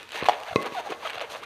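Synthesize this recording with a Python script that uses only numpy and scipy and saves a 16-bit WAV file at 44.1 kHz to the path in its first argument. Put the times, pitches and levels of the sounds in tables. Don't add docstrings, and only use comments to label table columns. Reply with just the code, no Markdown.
import sys
import numpy as np
from scipy import signal
from scipy.fft import rfft, irfft
from scipy.io import wavfile
from scipy.ndimage import uniform_filter1d

SR = 44100
rng = np.random.default_rng(int(sys.argv[2]) if len(sys.argv) > 2 else 0)


def log_audio(samples):
    frames = np.atleast_2d(samples).T
    limited = np.clip(frames, -1, 1)
    pcm = np.round(limited * 32767).astype(np.int16)
    wavfile.write(sys.argv[1], SR, pcm)


N = 63945

# (frequency [Hz], gain [dB])
HISS_COLOUR = [(15, -58), (25, -20), (90, -4), (237, -9.5), (588, -22), (856, -2), (4150, -16.5),
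               (5420, -21.5), (13500, -29.5), (15000, -43)]
# (band centre [Hz], time to fade by 60 dB [s], level [dB])
ROOM_ECHO = [(147, 0.24, -14), (424, 0.34, -16.5), (770, 0.51, -14), (1590, 0.36, -11.5),
             (3230, 0.21, -16.5), (6800, 0.084, -10)]
# (pitch [Hz], gain [dB], fade time [s])
AIR_NOTES = [(472, -1, 0.22), (642, -1, 0.81), (738, -6, 0.76), (846, -7.5, .4), (985, 2.5, 0.23),
             (1212, -7, 0.083), (1282, -3.5, 0.47), (1742, 2, 0.11), (1845, 1, 0.29), (2604, -5, 0.28),
             (2885, -7, 0.1)]
# (time [s], level [dB])
NUDGES = [(0.235, -29), (0.507, -39), (.521, -32), (1.16, -40)]
# (time [s], treble [dB], middle [dB], bass [dB], top [dB])
RUB_LEVELS = [(0, -43, -47.5, -57, -58), (.03, -48.5, -52, -56, -65.5), (.06, -53, -82, -64, -68),
              (.085, -52.5, -77, -62, -68), (.116, -47, -60, -66, -62), (.135, -40, -46, -63, -55),
              (.15, -35.5, -36.5, -42.5, -48.5), (.19, -36, -45, -55.5, -49), (0.214, -31.5, -39, -46, -59),
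              (0.239, -49, -38, -40, -61), (0.255, -47, -35, -59, -59), (0.261, -27, -35.5, -43.5, -43),
              (.283, -41, -46, -43, -56), (.305, -39.5, -36, -45, -52), (0.332, -32, -36, -44, -56),
              (.36, -46, -43, -56, -58.5), (.41, -49.5, -39.5, -55, -60), (.452, -50.5, -42.5, -69, -59),
              (.478, -38.5, -37, -83, -54.5), (.505, -42, -44, -77, -58), (.522, -48, -41.5, -70, -57),
              (.54, -56, -43, -60, -59), (.553, -67, -43.5, -60, -56), (.585, -51, -41, -36, -59),
              (.61, -46, -42, -33, -55), (0.642, -41, -37.5, -44.5, -64), (0.668, -38, -27, -39.5, -53.5),
              (0.696, -52, -47, -46, -62), (.745, -44, -44, -47, -52.5), (.78, -39, -45, -56, -54.5),
              (.803, -41, -28.5, -43, -49.5), (0.814, -48.5, -40.5, -59, -61), (.843, -47, -45, -58, -64),
              (.865, -49.5, -33.5, -51, -52.5), (0.892, -46.5, -39, -43, -61),
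              (.905, -38.5, -40, -36, -49.5), (0.922, -41, -25.5, -38, -52.5),
              (0.933, -39, -42, -47.5, -61), (.97, -66.5, -48, -54.5, -62.5), (1.01, -50, -43.5, -62, -60),
              (1.04, -41.5, -40.5, -51, -54.5), (1.068, -35.5, -34, -61, -49.5),
              (1.088, -41, -46, -51, -54.5), (1.103, -34.5, -40.5, -64, -57), (1.123, -45, -42, -51, -64),
              (1.152, -38, -38.5, -49, -54), (1.175, -43, -42, -64, -62), (1.206, -51, -38.5, -57, -74),
              (1.217, -35, -32.5, -53, -44.5), (1.228, -39, -40, -46, -59), (1.247, -43, -42, -63, -63),
              (1.268, -51.5, -46, -66, -64), (1.293, -54, -45, -65, -62), (1.302, -43.5, -41, -57, -51),
              (1.325, -45, -40, -55, -47.5), (1.36, -41.5, -33.5, -50.5, -58),
              (1.377, -53, -44, -65, -53.5), (1.415, -51, -52, -45, -70), (1.438, -40, -48, -54, -52),
              (1.45, -46, -63, -59, -70)]
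# (frequency [Hz], gain [dB])
RUB_COLOUR = [(59, -51), (100, -14), (204, -15), (337, -7.5), (607, -1), (1290, -6), (1370, -9.5),
              (2180, -4.5), (2750, -6), (4260, -17.5), (5370, -27.5), (6350, -22), (7510, -33), (8880, -29),
              (9860, -35), (13800, -34.5), (15000, -53)]
# (time [s], level [dB], boost of the bright crack [dB])
TICKS = [(0.03, -28.5, 8), (0.0911, -30.5, 7.5), (.107, -28, -6), (0.1199, -23, 6.5), (.128, -29, -6),
         (0.132, -24, -4), (.158, -18, 0.5), (0.2229, -26, -24), (0.234, -16, -13), (0.2439, -20, 1),
         (.2565, -17, -6), (.402, -27, 7), (0.4339, -26, 4), (0.5315, -30, 3), (0.6157, -27, 2),
         (.623, -23.5, 8), (0.6285, -25, 9.5), (0.6603, -25, 9), (0.6664, -24, 5.5), (.6735, -26, -1),
         (0.9205, -25.5, -6), (1.098, -20, 3), (1.104, -23.5, 5), (1.133, -22, -4), (1.1462, -26.5, 5.5),
         (1.182, -20, -4), (1.196, -20.5, -9), (1.2061, -20, -8), (1.2111, -22, -7), (1.2125, -21, -1),
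         (1.363, -30, 4)]
# (pitch [Hz], level [dB], fade time [s])
SKIN_NOTES = [(735, -13, 0.004), (1420, -22, 0.0023), (1880, -6.5, 0.0048), (2720, -6.5, 0.0094),
              (3420, -9, 0.0058), (4095, -14, 0.013)]
# (time [s], length [s], first pitch [Hz], middle pitch [Hz], last pitch [Hz],
# level [dB], overtone boost [dB])
SQUEAKS = [(0.159, 0.029, 675, 830, 1220, -35.5, -10), (.183, 0.021, 720, 886, 1240, -36, 0),
           (.255, 0.013, 940, 1082, 1040, -28.5, -8), (0.48, 0.018, 598, 697, 950, -33, -1),
           (.510, 0.0086, 754, 724, 664, -28.5, -16), (0.528, 0.0069, 653, 690, 680, -29.5, 3),
           (0.742, 0.025, 1180, 796, 720, -32, -16), (0.764, 0.0321, 731.3, 744, 618, -25.5, -6),
           (.858, 0.026, 757, 837, 765, -33, -19), (1.025, 0.0176, 1116, 940, 710, -35.5, -5),
           (1.049, 0.021, 692.5, 627, 660, -31.5, 5.5), (1.068, 0.0093, 870, 1130, 1110, -29, -5),
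           (1.074, 0.0048, 2900, 3130, 3250, -27.5, -20), (1.175, .011, 686, 723, 705, -29, -2),
           (1.212, 0.015, 480, 599, 676, -28.5, -17), (1.232, 0.0217, 561, 472, 446, -37.5, 3),
           (1.425, 0.019, 910, 1222, 1570, -37, -3.5)]
# (multiple of the pitch, level before the boost [dB])
OVERTONES = [(2, -5.5), (3, -14.5), (4, -18.5), (5, -15.5), (6, -20)]
# (time [s], level [dB], crack relative to that [dB], bass cut [Hz])
BUMPS = [(0.2252, -12.5, -26, 94), (0.5589, 0.5, -17.5, 109), (0.722, -21.5, -28, 130),
         (0.9229, -16, -22, 316)]
# (pitch [Hz], level [dB], fade time [s])
BODY_NOTES = [(146, -20.5, 0.03), (268, -3, 0.011), (421, 0.5, .014), (1130, -9, 0.0086),
              (2523, -12, 0.018), (3970, -23, 0.024), (1084, -20.5, 0.14), (1109, -30.5, 0.46),
              (2094, -21, 0.056), (2044, -37.5, 0.48)]
# (time [s], level [dB])
SNAPS = [(.2858, -1), (.2941, -4)]
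# (pitch [Hz], level [dB], fade time [s])
BUBBLE_NOTES = [(764, 7, 0.012), (991, -7, 0.012), (1900, -20, 0.037), (2205, -7, 0.0092),
                (2955, -10, .013), (3290, -9, 0.0099), (4360, -14, .01), (5710, -14.5, 0.0063)]

SLIPS_PER_S, SLIP_SPREAD_DB, RUB_HISS = 2200, 3.5, 0.34
SKIN_TOP_HZ, SQUEAK_WOBBLE = 4640, 0.016
HISS_DB, LEFT_DB = -53, -0.21


def undb(db):
    return 10 ** (np.asarray(db) / 20)


def unit(x):
    return x / np.sqrt(np.mean(x ** 2) + 1e-20)


def colour(x, points):
    hz, db = np.array(points).T
    freqs = np.maximum(np.fft.rfftfreq(len(x), 1 / SR), 1)
    gain = undb(np.interp(np.log(freqs), np.log(hz), db))
    return irfft(rfft(x) * gain, len(x))


def band(x, lo_hz, hi_hz, order=3):
    sos = signal.butter(order, [lo_hz, min(hi_hz, SR / 2 - 1)], "band", fs=SR, output="sos")
    return signal.sosfilt(sos, x)


def low_cut(x, hz, order=2):
    return signal.sosfilt(signal.butter(order, hz, "high", fs=SR, output="sos"), x)


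def high_cut(x, hz, order=5):
    return signal.sosfilt(signal.butter(order, hz, fs=SR, output="sos"), x)


def add(out, start, sound):
    i = max(int(start * SR), 0)
    out[i:i + len(sound)] += sound[:max(N - i, 0)]


def ring(notes, length_s, detune=0.):
    t = np.arange(int(length_s * SR)) / SR
    out = np.zeros(len(t))
    for hz, db, fade_s in notes:
        pitch = hz * (1 + detune * rng.standard_normal())
        out += undb(db) * np.sin(2 * np.pi * pitch * t) * np.exp(-np.log(1000) * t / fade_s)
    return out


def crack(lo_hz, decay_s):
    t = np.arange(SR // 20) / SR
    noise = band(rng.standard_normal(len(t)), lo_hz, 2 * lo_hz, order=1)
    return unit(noise) * np.exp(-t / decay_s)


def soft_hit(notes, rise_s):
    x = ring(notes, length_s=0.5)
    return x * (1 - np.exp(-np.arange(len(x)) / SR / rise_s))


def background_hiss():
    return undb(HISS_DB) * unit(colour(rng.standard_normal(N), HISS_COLOUR))


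def room_echo(x):
    t = np.arange(SR // 2) / SR
    onset = 1 - np.exp(-(t / 0.002) ** 2)
    tail = 0
    for hz, fade_s, db in ROOM_ECHO:
        noise = band(rng.standard_normal(len(t)), hz / np.sqrt(2), hz * np.sqrt(2))
        octave = unit(noise * onset * np.exp(-np.log(1000) * t / fade_s))
        width_scale = np.sqrt(np.sqrt(2) * hz / SR / len(t))
        tail += undb(db) * octave * width_scale
    return signal.fftconvolve(x, tail)[:N]


def trapped_air(skin):
    response = 0
    for hz, db, fade_s in AIR_NOTES:
        scale = 2 * np.log(1000) / (fade_s * SR)
        response += scale * ring([(hz, db, fade_s)], length_s=0.5)
    return signal.fftconvolve(skin, response)[:N]


def nudges():
    out = np.zeros(N)
    pitch_hz, fade_s = 103, 0.042
    for start, db in NUDGES:
        add(out, start, undb(db) * soft_hit([(pitch_hz, 0, fade_s)], rise_s=0.0032))
    return low_cut(out, hz=65)


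def rubbing():
    t = np.arange(N) / SR
    times, treble, middle, bass, top = np.array(RUB_LEVELS).T
    slipping = rng.random(N) < SLIPS_PER_S / SR
    sizes = undb(SLIP_SPREAD_DB * np.clip(rng.standard_normal(N), -2, 2))
    slips = slipping * sizes * rng.choice([-1, 1], N)
    friction = unit(slips) + RUB_HISS * rng.standard_normal(N)
    strength = np.sqrt(uniform_filter1d(friction ** 2, size=700))
    steady_rub = colour(friction / strength, RUB_COLOUR)
    # (low edge [Hz], high edge [Hz], levels with their trim [dB])
    bands = [(160, 481, bass - 1.5), (481, 1420, middle - 3),
             (1420, 4170, treble - 1.5), (4170, 20000, top + 3.5)]
    return sum(unit(band(steady_rub, lo, hi, order=4)) * undb(np.interp(t, times, db))
               for lo, hi, db in bands)


def ticks():
    out = np.zeros(N)
    for start, db, boost_db in TICKS:
        ping = ring(SKIN_NOTES, length_s=0.05, detune=0.097)
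        add(out, start, undb(db) * high_cut(ping, SKIN_TOP_HZ))
        add(out, start, undb(db + boost_db - 20.5) * crack(lo_hz=5100, decay_s=0.00074))
    return low_cut(out, hz=493)


def squeaks():
    out = np.zeros(N)
    for start, length, first, middle, last, db, boost_db in SQUEAKS:
        progress = np.linspace(0, 1, int(length * SR))
        glide_hz = np.interp(progress, [0, .5, 1], [first, middle, last])
        wobble = unit(uniform_filter1d(rng.standard_normal(SR // 10), size=60))[:len(progress)]
        phase = 2 * np.pi * np.cumsum(glide_hz * (1 + SQUEAK_WOBBLE * wobble)) / SR
        overtones = sum(undb(part_db + boost_db) * np.sin(k * phase) for k, part_db in OVERTONES)
        swell = np.sqrt(4 * progress * (1 - progress))
        add(out, start, undb(db) * (np.sin(phase) + overtones) * swell)
    return high_cut(out, SKIN_TOP_HZ)


def bumps():
    out = np.zeros(N)
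    for start, db, crack_db, low_hz in BUMPS:
        thud = low_cut(soft_hit(BODY_NOTES, rise_s=0.001), low_hz, order=3)
        click = high_cut(crack(lo_hz=1480, decay_s=0.0013), hz=8700, order=2)
        add(out, start, undb(db) * thud)
        add(out, start, undb(db + crack_db) * click)
    return out


def snaps():
    out = np.zeros(N)
    for start, db in SNAPS:
        kick = high_cut(soft_hit(BUBBLE_NOTES, rise_s=0.00071), hz=6500, order=3)
        add(out, start, -undb(db) * kick)
        add(out, start, undb(db - 28) * crack(lo_hz=2560, decay_s=0.0028))
    return low_cut(out, hz=410)


def scene():
    skin = rubbing() + ticks() + snaps() + squeaks()
    balloons = skin + trapped_air(skin) + bumps() + nudges()
    mono = balloons + room_echo(balloons) + background_hiss()
    return np.array([mono * undb(LEFT_DB), mono])


def record(dry):
    top_hz = 14500
    return signal.sosfilt(signal.ellip(10, .2, 70, top_hz, fs=SR, output="sos"), np.tanh(dry))


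dry = scene()
out = record(dry)
log_audio(out)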